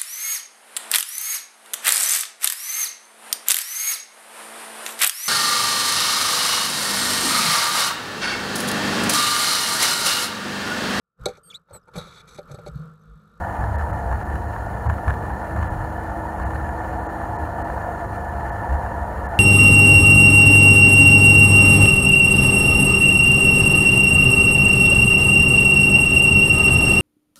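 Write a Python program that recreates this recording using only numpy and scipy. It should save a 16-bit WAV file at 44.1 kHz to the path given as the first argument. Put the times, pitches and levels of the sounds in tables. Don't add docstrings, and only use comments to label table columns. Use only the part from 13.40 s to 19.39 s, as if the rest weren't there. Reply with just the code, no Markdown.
import sys
import numpy as np
from scipy import signal
from scipy.io import wavfile
from scipy.ndimage import uniform_filter1d

SR = 44100
rng = np.random.default_rng(int(sys.argv[2]) if len(sys.argv) > 2 else 0)


def output_pcm(signal):
    pcm = np.clip(np.atleast_2d(signal).T, -1, 1) * 32767
    wavfile.write(sys.argv[1], SR, np.round(pcm).astype(np.int16))


def linear_from_db(decibels):
    return 10 ** (np.asarray(decibels, float) / 20)


N = 264159
TIME = np.arange(N) / SR

# (time [s], panel swell [dB], housing swell [dB])
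TRIM = [
    (0, -5, 0),
    (1, -10, -7),
    (1.8, -7, -6),
    (2.1, 4, -5),
    (3.2, 4, -5),
    (3.5, 4, 2),
    (4.5, 0, 3),
    (5, -4, 1),
    (5.99, -13, 0),
]
# (time [s], boom level [dB], hold [s], upper plates relative to boom [dB])
WAVES = [(0.0, -22, 0.029, -9), (0.189, -21.5, 0.061, -3.5), (0.316, -24, 0.12, -12),
         (0.488, -29.5, 0.072, 4), (0.63, -22.5, .04, -17), (0.703, -20, 0.06, -8.5),
         (0.872, -22.5, 0.037, -13), (0.938, -20.5, 0.042, -10.5), (1.04, -26.5, 0.053, -9),
         (1.17, -30, 0.24, -3), (1.462, -19, 0.052, -4), (1.668, -13, 0.011, -6), (1.834, -26, 0.1, -7.5),
         (2.107, -29.5, 0.11, 3), (2.186, -18, 0.027, -15), (2.286, -24.5, 0.14, -3.5),
         (2.584, -35.5, 0.18, -4), (2.98, -22.5, 0.095, -8), (3.106, -27, 0.13, -1.5),
         (3.274, -24.5, 0.025, -13), (3.48, -33.5, 0.13, -3.5), (3.795, -38.5, 0.093, 4.5),
         (4.004, -27, 0.053, -5.5), (4.19, -28.5, 0.18, -12), (4.641, -41, 0.18, 5), (4.887, -29, 0.3, -5),
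         (5.296, -17, 0.064, -16), (5.38, -23.5, 0.096, -19), (5.542, -27.5, 0.11, -20),
         (5.7, -27, 0.2, -11.5)]
# (frequency [Hz], width [Hz], level [dB])
HOUSING_LOW = [(523.5, 49, -7.5), (614, 87, -8), (688.1, 25.8, 1), (730, 25.7, -2), (809.6, 100, -4),
               (859.6, 94, -5), (941.3, 80, -2.5)]
# (frequency [Hz], width [Hz], level [dB])
HOUSING_HIGH = [(1083, 44, -6), (1175, 67, -3), (1312, 150, -5.5), (1412.5, 65, -4), (1494, 133, -6.5),
                (1749, 98, 1.5), (1866, 63, -6.5)]
# (frequency [Hz], width [Hz], level [dB])
LEAK = [(2060, 165, 6.5), (2407, 146, 0.5), (2738, 146, -1.5), (2970, 134, -1.5)]
# (frequency [Hz], width [Hz], level [dB])
SEAL = [(3230, 630, 2), (4207, 610, 2.5), (5670, 3100, -5.5), (5900, 1400, -12.5), (6920, 790, 1),
        (8310, 1350, -5.5), (9340, 770, -2), (10710, 1300, -1), (11800, 630, -13), (12500, 900, -13),
        (12900, 700, -3), (13900, 500, -9), (14600, 1300, -11), (15400, 800, -5.5)]


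def rms_one(x):
    return x / np.sqrt(np.mean(x ** 2) + 1e-20)


def in_time(rows):
    s, *columns = np.transpose(rows)
    return [np.interp(TIME, s, column) for column in columns]


def drift(rate, size=1):
    r = np.exp(-80 * np.pi * rate / SR)
    white = rng.standard_normal(N // 40 + 2002)
    slow = signal.lfilter([1], [1, -2 * r, r * r], white)[2000:]
    return np.interp(np.arange(0, N, size) / 40, np.arange(len(slow)), rms_one(slow))


def resonate(x, hz, width):
    r = np.exp(-np.pi * width / SR)
    feedback = [1, -2 * r * np.cos(2 * np.pi * hz / SR), r * r]
    return signal.lfilter((1 - r * r) / 2 * np.array([1, 0, -1]), feedback, x)


def edge(x, hz, kind, order):
    return signal.sosfilt(signal.butter(order, hz, kind, fs=SR, output="sos"), x)


def band(x, hz, kind):
    return signal.sosfiltfilt(signal.butter(6, hz, kind, fs=SR, output="sos"), x)


def body(drive, modes):
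    return sum((-1) ** k * linear_from_db(db) * resonate(drive, hz, width) for k, (hz, width, db) in enumerate(modes))


def turbulence(modes, patchy_db, rate):
    out, white = 0, rng.standard_normal((3, N))
    for k, (hz, width, db) in enumerate(modes):
        patches = np.repeat(linear_from_db(db + patchy_db * drift(rate, size=40)), 40)[:N]
        ring = resonate(white[k % 3] * patches, hz, width)
        out = out + resonate(ring, hz, width * 1.74)
    return rms_one(out)


def steadied(x, seconds, share):
    size = int(seconds * SR)
    swell = uniform_filter1d(uniform_filter1d(x ** 2, size), size)
    return rms_one(x / (swell + 0.025) ** (share / 2))


def slams(start_s, peak_db, hold_s, fall_db_per_s, calm_db):
    rise_s = 0.023
    since = TIME[::32] - start_s[:, None]
    rise = np.sin(np.pi / 2 * np.clip(since / rise_s + .5, 0, 1)) ** 2
    fall_db = fall_db_per_s * np.maximum(since - hold_s[:, None], 0)
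    blows = rise * linear_from_db(peak_db[:, None] - fall_db)
    power = linear_from_db(2 * calm_db) + np.sum(blows ** 2, axis=0)
    return np.interp(TIME, TIME[::32], 10 * np.log10(power))


def whine():
    # (frequency [Hz], rms level [dB])
    tones = [(6857, -78.5), (13714, -70.5)]
    out = 0
    for hz, db in tones:
        level = linear_from_db(db + .9 * drift(15)) * np.sqrt(2)
        out = out + level * np.sin(2 * np.pi * hz * TIME + 0.27 * drift(25))
    return out


def flow():
    # (time [s], rush level [dB])
    rush_curve = [(0, -29.5), (.6, -31.5), (1.0, -33.5), (1.4, -33), (1.8, -31.5), (3.3, -31),
                  (3.45, -30.5), (4.5, -29.5), (4.8, -31.5), (5.3, -29.5), (5.99, -30)]
    splash_from_db = -21
    splash_lag_s = 0.0095
    s, boom_db, hold_s, _ = np.transpose(WAVES)
    level_db = slams(s + splash_lag_s, boom_db, .5 * hold_s, fall_db_per_s=250, calm_db=splash_from_db)
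    splash = level_db - splash_from_db
    rush_db, = in_time(rush_curve)
    ring_db = -36.5 + 0.52 * (rush_db - rush_db.mean())
    return rush_db + 1.5 + 0.23 * splash, ring_db + 0.13 * splash, -56 + 0.69 * splash, -55.16 + .2 * splash


def water(boom):
    jolt_lag_s = .0025
    low_db, high_db, leak_db, spray_db = flow()
    stroke = rms_one(boom)
    throb = np.clip(-np.roll(stroke, int(jolt_lag_s * SR)), -3, 3)
    shake_db = 20 * np.log10(uniform_filter1d(np.abs(stroke), size=300) + 1.2)
    gust = drift(22.0)

    low = turbulence(HOUSING_LOW, patchy_db=1.3, rate=6.4)
    low = linear_from_db(low_db + .35 * throb + 0.15 * gust) * low
    low += (linear_from_db(0.6 * in_time(TRIM)[1]) - 1) * resonate(low, 700, 60)
    high = edge(turbulence(HOUSING_HIGH, patchy_db=0.0, rate=14.0), 1930, "low", order=4)
    high = linear_from_db(high_db + .8 * throb + 0.9 * gust + 0.3 * shake_db) * high
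    leak = turbulence(LEAK, patchy_db=1.0, rate=9.2)
    leak = linear_from_db(leak_db + 0.87 * throb + 2.0 * gust + 0.058 * shake_db) * leak
    spray = edge(turbulence(SEAL, patchy_db=0.8, rate=13), 3880, "high", order=2)
    spray = linear_from_db(spray_db + 0.82 * throb + 0.64 * gust + 0.076 * shake_db) * spray
    return low + high + leak + spray


def widened(modes):
    return [(hz, 2.3 * width, db) for hz, width, db in modes]


def fittings():
    # (time [s], peak level [dB], brightness [dB])
    knocks = [(0.2399, -22, -2), (0.7142, -16, -2), (0.7275, -22, 4), (0.8134, -21, -3), (0.9557, -25, 9),
              (1.1623, -20, -5), (1.4585, -23, -4), (1.4696, -24, -3), (1.4984, -15, 0), (1.5074, -21, 1),
              (1.5397, -22, 1), (1.6800, -13, -1), (1.6984, -21, 2), (1.705, -11, -1), (1.7394, -26, 7),
              (1.9039, -22, -2), (2.163, -23, 1), (2.1894, -24, 2), (2.227, -20, 3), (2.6954, -22, -4),
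              (2.9990, -21, 0), (3.1073, -23, 3), (3.156, -20, 0), (3.2909, -22, 2), (3.8157, -24, -3),
              (4.3001, -23, -8), (4.9387, -26, 2), (5.3285, -23, 5), (5.3415, -22, 3), (5.462, -22, 0)]
    s, peak_db, bright_db = np.transpose(knocks)
    dull, bright = np.zeros((2, N + 400))
    puffs = rng.standard_normal((len(s), 300)) * np.exp(-np.arange(300) / SR / .0006)
    puffs[:, 0] = 5
    for at, db, tilt_db, puff in zip((s * SR).astype(int), peak_db, bright_db, puffs):
        dull[at:at + 300] += linear_from_db(db) * rms_one(puff)
        bright[at:at + 300] += linear_from_db(db + tilt_db) * rms_one(puff)
    low = linear_from_db(14) * body(dull, widened(HOUSING_LOW)) + linear_from_db(7.5) * body(dull, widened(HOUSING_HIGH))
    low = edge(low, 1900, "low", order=6)
    high = linear_from_db(-19) * edge(body(bright, LEAK), 1600, "high", order=2) + linear_from_db(-30) * body(bright, SEAL)
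    return (low + high)[:N]


def hull():
    # (frequency [Hz], width [Hz], level [dB])
    long_plates = [(27, 11, -42), (40, 7.4, -13), (62, 4.4, 4.5), (73.46, 8.3, 0.5)]
    # (frequency [Hz], width [Hz], level [dB])
    upper_plates = [(102, 8.8, -0.5), (124.9, 5, -7.5), (141.2, 9, -13.5), (174, 40, -17.5)]
    # (frequency [Hz], width [Hz], level [dB])
    deck_panels = [(223, 72, -4.5), (312.8, 83, -0.5), (371, 58, -11.5), (459.7, 26, 1)]
    s, boom_db, hold_s, upper_db = np.transpose(WAVES)
    low = steadied(turbulence(long_plates, patchy_db=1.5, rate=8), .03, share=.65)
    high = steadied(turbulence(upper_plates, patchy_db=1.5, rate=8), .03, share=.4)
    deck = turbulence(deck_panels, patchy_db=2.0, rate=4.7)
    low = linear_from_db(slams(s, boom_db, hold_s, fall_db_per_s=280, calm_db=-39.5)) * low
    high = linear_from_db(slams(s, boom_db + upper_db, hold_s, fall_db_per_s=116, calm_db=-39)) * high
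    return low + high + linear_from_db(-39) * deck


def engine():
    # (time [s], cycle rate [1/s])
    speed = [
        (0, 24.67),
        (2, 24.71),
        (5.3, 24.72),
        (5.99, 24.8),
    ]
    # (multiple of the cycle rate [1], level [dB])
    orders = [(1, -26), (2, -4), (3, -1), (4, -4.5), (5, -14), (6, -9), (7, -14), (8, -8), (9, -14.5),
              (10, -14.5), (11, -28), (12, -18), (13, -8.5), (14, -19.5), (15, -27.5), (16, -17), (17, -22),
              (18, -19.5), (19, -17), (20, -18), (21, -20), (22, -17), (23, -22), (24, -13), (25, -13),
              (26, -18.5), (27, -16), (28, -7), (29, -8.5), (30, -9.5)]
    engine_db = -34.5
    thin = 8
    cycles = np.cumsum(in_time(speed)[0])[::thin] / SR
    panel_db, housing_db = in_time(TRIM)
    swell = {13: panel_db[::thin], 28: housing_db[::thin]}
    out = 0
    for order, db in orders:
        wobble = 0.0066 * order * drift(4.1, size=thin) + rng.uniform(0, 2 * np.pi)
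        level_db = db + engine_db + swell.get(round(order), 0) + 0.61 * drift(0.95, size=thin)
        out = out + linear_from_db(level_db) * np.sqrt(2) * np.sin(2 * np.pi * round(order) * cycles + wobble)
    return signal.resample_poly(out, thin, 1)[:N]


def scene():
    boom = hull() + engine()
    stroke = edge(boom, 150, "low", order=2)
    slap = .9 * edge(stroke ** 2, 27, "high", order=2)
    return (boom - slap + water(stroke) + fittings())[None]


def lose_treble(x):
    # (low end [Hz], high end [Hz], band width [Hz], share of time lost [1])
    flickers = [(3100, 6400, 260, .055), (7500, 8300, 260, .04), (11500, 13400, 350, .08),
                (13950, 15000, 350, .3), (15000, 15800, 400, .08)]
    # (time [s], lost above [Hz], share spared near 7 kHz [1], share of whine spared [1])
    holes = [(.374, 3300, 0, 1), (.524, 2400, 1, 1), (.842, 2100, 1, 1), (1.483, 2500, .8, 0),
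             (1.69, 13000, 0, 0), (2.293, 3000, 1, 1), (3.045, 3200, 0, 0), (3.681, 2400, 1, 0),
             (3.978, 2400, 1, 0), (4.235, 2400, 0, 1), (5.109, 2500, .6, 1), (5.879, 3300, 0, 1)]
    hz, _, frames = signal.stft(x, SR, nperseg=1024)
    common = rng.standard_normal(frames.shape[-1])
    for low_hz, high_hz, width, share in flickers:
        for start in np.arange(low_hz, high_hz, width):
            chance = uniform_filter1d(.4 * common + rng.standard_normal(len(common)), size=2)
            frames[:, (hz >= start) & (hz < start + width)] *= chance < np.quantile(chance, 1 - share)
    out = signal.istft(frames, SR, nperseg=1024)[1][:, :N]
    for s, above_hz, spared, whine_spared in holes:
        near = slice(int((s - .05) * SR), int((s + .05) * SR))
        top = band(out[:, near], above_hz, "high")
        kept = spared * band(top, [6500, 7400], "band")
        kept = kept + whine_spared * band(top, [13000, 14300], "band")
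        fade = np.sin(np.pi / 2 * np.clip(2.1 - np.abs(TIME[near] - s) / .0045, 0, 1)) ** 2
        out[:, near] -= (.96 - .14 * spared) * fade * (top - kept)
    return out


def roll_off(x):
    return signal.sosfilt(signal.butter(12, 15720, fs=SR, output="sos"), x)


def record(dry):
    rounded = 0.49 * np.tanh(dry / 0.6)
    mix = lose_treble(rounded + whine())
    return roll_off(mix)


dry = scene()
out = record(dry)
output_pcm(out)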